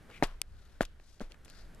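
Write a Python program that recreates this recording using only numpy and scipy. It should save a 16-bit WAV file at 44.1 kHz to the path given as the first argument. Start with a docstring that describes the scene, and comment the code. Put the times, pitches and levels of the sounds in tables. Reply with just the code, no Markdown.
"""A light wind rumbles on the microphone over a frozen lake. Clothing swishes by friction as a leg swings,
and ice chips tick. A boot stamps: heel and sole excite the damped modes of the ice, the bank echoes
faintly, the crust crunches in many tiny fractures and the floating sheet heaves slowly. The ice then
gives one sharp, brittle crack. Two weaker stamps follow, the last with two slight cracks, and a few
more ticks and swishes sound over the wind."""
import sys
import numpy as np
from scipy import signal
from scipy.fft import rfft, irfft, next_fast_len
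from scipy.io import wavfile
from scipy.ndimage import map_coordinates

SR = 44100
rng = np.random.default_rng(int(sys.argv[2]) if len(sys.argv) > 2 else 0)


def transcribe(u):
    """Save the signal u as a 16-bit wav file named by the first command-line argument.

    u: samples, shape (n,) or (channels, n), limited to [-1, 1]; the rate is SR.
    q: integer samples, one column per channel.
    """
    v = np.clip(np.atleast_2d(u).T, -1, 1)
    q = np.round(v * 32767).astype(np.int16)
    wavfile.write(sys.argv[1], SR, q)


N = 79380
TOP_HZ = 16200  # band limit
# acoustic shadow at the right microphone, which is shaded from the boot (f/Hz, gain/dB)
SHADOW = [(200, -1), (700, -0.8), (1600, -7.5), (3600, -6.5), (6000, -14), (9000, -17), (14000, -37)]


def amp(db):
    """Amplitude ratio of a level in decibels."""
    return 10 ** (np.asarray(db) / 20)


def unit(x):
    """Normalisation to rms 1."""
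    return x / np.sqrt(np.mean(x ** 2) + 1e-20)


def since(start):
    """Seconds elapsed since an onset, zero before it."""
    return np.maximum(np.arange(N) / SR - start, 0)


def fade(t, t60):
    """Exponential decay: 60 dB in t60 seconds."""
    return np.exp(-np.log(1000) * t / t60)


def curve(rows):
    """Linear interpolation of (t/s, value) rows at every sample."""
    return np.interp(np.arange(N) / SR, *np.transpose(rows))


def wander(per_s):
    """Smooth random modulation: a spline through per_s Gaussian values a second."""
    return map_coordinates(rng.standard_normal(N), [np.arange(N) / SR * per_s])


def colour(x, points):
    """Minimum-phase filter through (f/Hz, gain/dB) points."""
    size = 2 * next_fast_len(N // 2 + SR // 4)
    hz, db = np.transpose(points)
    gain = amp(np.interp(np.log(np.fft.rfftfreq(size, 1 / SR) + 1), np.log(hz), db))
    cepstrum = irfft(np.log(gain), size)
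    cepstrum[1:size // 2] *= 2  # folding onto positive time makes the filter causal
    cepstrum[size // 2 + 1:] = 0
    return irfft(rfft(x, size) * np.exp(rfft(cepstrum)), size)[..., :N]


def cut(x, hz, kind, order=2):
    """Butterworth low-pass or high-pass filter."""
    return signal.sosfilt(signal.butter(order, hz, kind, fs=SR, output='sos'), x)


def band(hz, q):
    """Response of one resonator to white noise, at rms 1."""
    resonator = signal.iirpeak(hz, q, fs=SR)
    return unit(signal.lfilter(*resonator, rng.standard_normal(N)))


def rush(spectrum, side_db):
    """Partly coherent stereo noise of rms 1: sum and difference of mid and side."""
    mid, side = colour(rng.standard_normal((2, N)), spectrum)
    return unit(np.array([mid + amp(side_db) * side, mid - amp(side_db) * side]))


def wind():
    """Flow noise: moving air gives a broad rush, and its gusts an uneven rumble on the microphone."""
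    # spectra of the rush and the rumble (f/Hz, gain/dB)
    air_spectrum = [(40, 6.5), (160, 5.5), (300, -1.5), (600, -4.5), (1000, -10.5), (1500, -6.5),
                    (2500, -15), (5000, -22.5), (13000, -28.5)]
    rumble_spectrum = [(12, -4.5), (25, 6), (42, -9.5), (62, -4), (100, -22), (200, -33), (500, -69.5)]
    # their slow envelopes (t/s, relative level/dB)
    air_level = [(0, -63.5), (.2, -61.5), (.45, -71.5), (.75, -68.5), (1.1, -72.5), (1.36, -67.5),
                 (1.8, -62)]
    rumble_level = [(0, -52), (.35, -55), (.55, -51), (.95, -60), (1.3, -55), (1.8, -52.5)]
    air_gain_db, gust_db = 5, 4.5 * wander(per_s=11.84)
    air = amp(curve(air_level) + air_gain_db) * rush(air_spectrum, side_db=-9.5)
    rumble = amp(curve(rumble_level) + gust_db) * rush(rumble_spectrum, side_db=-14.5)
    return air + rumble


def clothing():
    """Stick-slip friction: fabric and sole rub as the leg swings, giving a resonance over a hiss."""
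    # Gaussian swells (centre t/s, standard deviation/s, level/dB, f/Hz, Q, relative hiss level/dB)
    swishes = [(0.102, 0.012, -57, 560, 2.9, -9), (0.157, 0.021, -51.5, 2240, 3.8, -26.5),
               (0.273, 0.044, -57, 1070, 2.5, -5), (0.658, 0.13, -69.5, 4100, 1.9, -2.5),
               (1.099, 0.065, -65, 4770, 1.5, -19.5), (1.499, 0.016, -61, 4550, 6.1, -18.5),
               (1.573, 0.05, -59, 4610, 3.8, -4)]
    # spectrum of the friction hiss (f/Hz, gain/dB)
    hiss_spectrum = [(300, -17), (900, -7.5), (1450, 18.5), (2800, 1), (6000, -14), (12000, -6.5),
                     (15000, -28.5)]
    hiss = unit(colour(rng.standard_normal(N), hiss_spectrum))
    stick_slip_db = 2 * wander(per_s=160)
    t, out = np.arange(N) / SR, np.zeros(N)
    for centre, width, db, hz, q, hiss_db in swishes:
        swell = amp(db) * np.exp(-((t - centre) / width) ** 2 / 2)
        out += swell * (band(hz, q) + amp(hiss_db) * hiss)
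    return amp(stick_slip_db) * out


def chips():
    """Impulsive excitation: ice chips snap and land, each a decaying burst of band noise."""
    # ticks of chips and grit (t/s, level/dB, f/Hz, t60/s, left minus right/dB)
    ticks = [(0.1005, -47, 1720, 0.015, -7), (0.1118, -46.5, 2150, 0.018, -7),
             (0.2387, -29, 3270, 0.0094, -20), (0.2707, -47.5, 9000, 0.0094, 1),
             (.652, -55, 7500, 0.012, -6), (.8162, -31, 5900, 0.0085, -8), (0.827, -30.5, 9000, 0.012, -10),
             (.8320, -34.5, 1550, 0.008, -4), (0.8516, -36, 4870, 0.019, -6),
             (0.9986, -51.5, 1760, 0.008, -12), (1.3200, -43, 4220, 0.0093, -13),
             (1.344, -52.5, 1380, 0.02, -1), (1.4481, -49, 7600, 0.053, -5),
             (1.4581, -51, 1630, 0.014, -10), (1.481, -48, 1970, 0.0038, 11),
             (1.5002, -37.5, 7140, 0.0046, -7), (1.7481, -45.5, 8200, 0.0038, 0)]
    out = np.zeros((2, N))
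    for start, db, hz, t60, pan_db in ticks:
        t = since(start)
        pan = amp([[pan_db / 2], [-pan_db / 2]])
        out += amp(db) * pan * (t > 0) * fade(t, t60) * band(hz, q=1.32)
    return out


def thumps():
    """Damped modal vibration: each contact rings the sheet and crushes grit; soft contacts are duller."""
    # heel and sole contacts (t/s, level/dB, ratio applied to the mode frequencies, low-pass f/Hz)
    contacts = [(.2252, -6, 1.198, 680), (.2280, -25.5, 0.76, 5000), (0.2305, -21, 1.37, 893),
                (0.2318, -13, 0.63, 344), (0.8081, -9, 0.98, 980), (0.9994, -50, 1.23, 1800),
                (1.2057, -27.5, 0.95, 605), (1.2107, -27, 0.84, 259), (1.2126, -35, 0.96, 800),
                (1.2149, -21.5, 0.67, 148), (1.2191, -24, 1.05, 148)]
    # modes of the ice under the boot (base f/Hz, relative level/dB, t60/s)
    modes = [(276, -4.5, 0.013), (642, 7, 0.0065), (1534, 4, 0.009), (1723, -2, 0.011), (3310, -7, 0.0083)]
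    press_s = 0.00059  # time constant of the rubber pressing home
    out = np.zeros(N)
    for start, db, pitch, dull_hz in contacts:
        t = since(start)
        ring = sum(amp(mode_db) * fade(t, t60) * np.sin(2 * np.pi * hz * pitch * t)
                   for hz, mode_db, t60 in modes)
        grit = amp(-16) * fade(t, t60=0.0047) * band(4190, q=0.81)
        press = 1 - np.exp(-t / press_s)
        out += amp(db) * press * (cut(ring, dull_hz, 'low', order=1) + grit)
    return cut(out, 163, 'high')


def bank_echo(x):
    """Diffuse scattering: the snowy bank answers faintly, with decaying noise as its impulse response."""
    # spectrum of the scattered sound (f/Hz, gain/dB)
    echo_spectrum = [(150, -31), (500, -8.5), (1100, -12.5), (3000, 12), (10000, 0)]
    tail = colour(rng.standard_normal((2, N)), echo_spectrum) * fade(since(0), t60=0.465)
    tail /= np.linalg.norm(tail[0])
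    return amp(-26) * signal.fftconvolve(x[None], tail, axes=1)[:, :N]


def crunch():
    """Shot noise: tiny fractures of the crust merge in a burst that swells under the weight, then dies."""
    # loading by each stamp and by the settling boot (t/s, level/dB, rise/s, t60/s)
    loads = [(0.2296, -26.5, 0.0061, 0.07), (0.8065, -34.5, 0.0085, 0.091), (1.204, -49, 0.0073, 0.21),
             (1.292, -58.5, 0.024, 0.1)]
    # spectrum of the breaking crust (f/Hz, gain/dB)
    crust_spectrum = [(100, -31.5), (330, 5.5), (720, 3), (1050, 0.5), (1700, 1.5), (2500, -3),
                      (3400, -3.5), (6000, -8.5), (12500, -17), (14500, -26), (16000, -39)]
    grains_per_s, spread_db = 11000, 2
    grains = (rng.random(N) < grains_per_s / SR) * rng.choice([-1, 1], N)
    strength = amp(spread_db * rng.standard_normal(N))
    envelope = sum(amp(db) * np.minimum(since(start) / rise, 1) * fade(since(start + rise), t60)
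                   for start, db, rise, t60 in loads)
    return envelope * unit(colour(grains * strength, crust_spectrum))


def heave():
    """Damped free oscillation: the stamped sheet sinks and swings back on the water."""
    # one oscillation per stamp (t/s, level/dB, f/Hz, t60/s)
    heaves = [(0.234, -25.5, 22.3, 0.22), (0.817, -29.5, 28.3, 0.19), (1.222, -34, 20.4, 0.34)]
    swing = sum(-amp(db) * fade(since(start), t60) * np.sin(2 * np.pi * hz * since(start))
                for start, db, hz, t60 in heaves)
    return cut(swing, 158.3, 'low')


def cracks():
    """Brittle fracture: each split gives a small pressure pulse, a brief high ring and dry splintering."""
    # one loud split, two slight ones as the boot shifts
    # (t/s, level/dB, ratio applied to the mode frequencies, added left minus right/dB)
    splits = [(0.4165, -3, 0.99, 0), (1.1981, -36, 0.91, -23), (1.3205, -36.5, 0.915, -23)]
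    # modes of a split (base f/Hz, relative left level/dB, relative right level/dB, t60/s)
    modes = [(2370, -39.5, -26.5, 0.0071), (3410, -29, -10.5, 0.0016), (4760, -46, -20, 0.0059),
             (6220, -9.5, -25, 0.0012), (8230, -12.5, -57, 0.0035), (10200, -12, -54, 0.0021)]
    pulse_db, pulse_s = -20.5, 0.000093
    snaps, pulses = np.zeros((2, N)), np.zeros(N)
    for start, db, pitch, pan_db in splits:
        t = since(start)
        pulses += amp(db + pulse_db) * (t > 0) * np.exp(-t / pulse_s)
        ring = sum(amp([[left_db], [right_db]]) * fade(t, t60) * np.sin(2 * np.pi * hz * pitch * t)
                   for hz, left_db, right_db, t60 in modes)
        burst = amp(-27) * (t > 0) * fade(t, t60=0.01) * band(5600, q=1)
        splinters = np.array([burst, colour(burst, SHADOW)])
        pan = amp([[pan_db / 2], [-pan_db / 2]])
        snaps += amp(db) * pan * (ring + splinters)
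    return cut(snaps, 2294, 'high', order=8) + cut(pulses, 150, 'high', order=1)


def scene():
    """Superposition: boot and leg are close and a little to the left; the wind is all round."""
    stamps = thumps() + crunch()
    left, right = stamps + heave() + clothing() + chips()
    return np.array([left, colour(right, SHADOW)]) + cracks() + bank_echo(stamps) + wind()


def record(dry):
    """Band limiting: the top treble rolls off, and nothing passes above TOP_HZ."""
    soft = cut(dry, 13150, 'low', order=6)
    size = next_fast_len(N + SR // 2)
    passband = np.fft.rfftfreq(size, 1 / SR) < TOP_HZ
    return irfft(rfft(soft, size) * passband, size)[:, :N]


dry = scene()
out = record(dry)
transcribe(out)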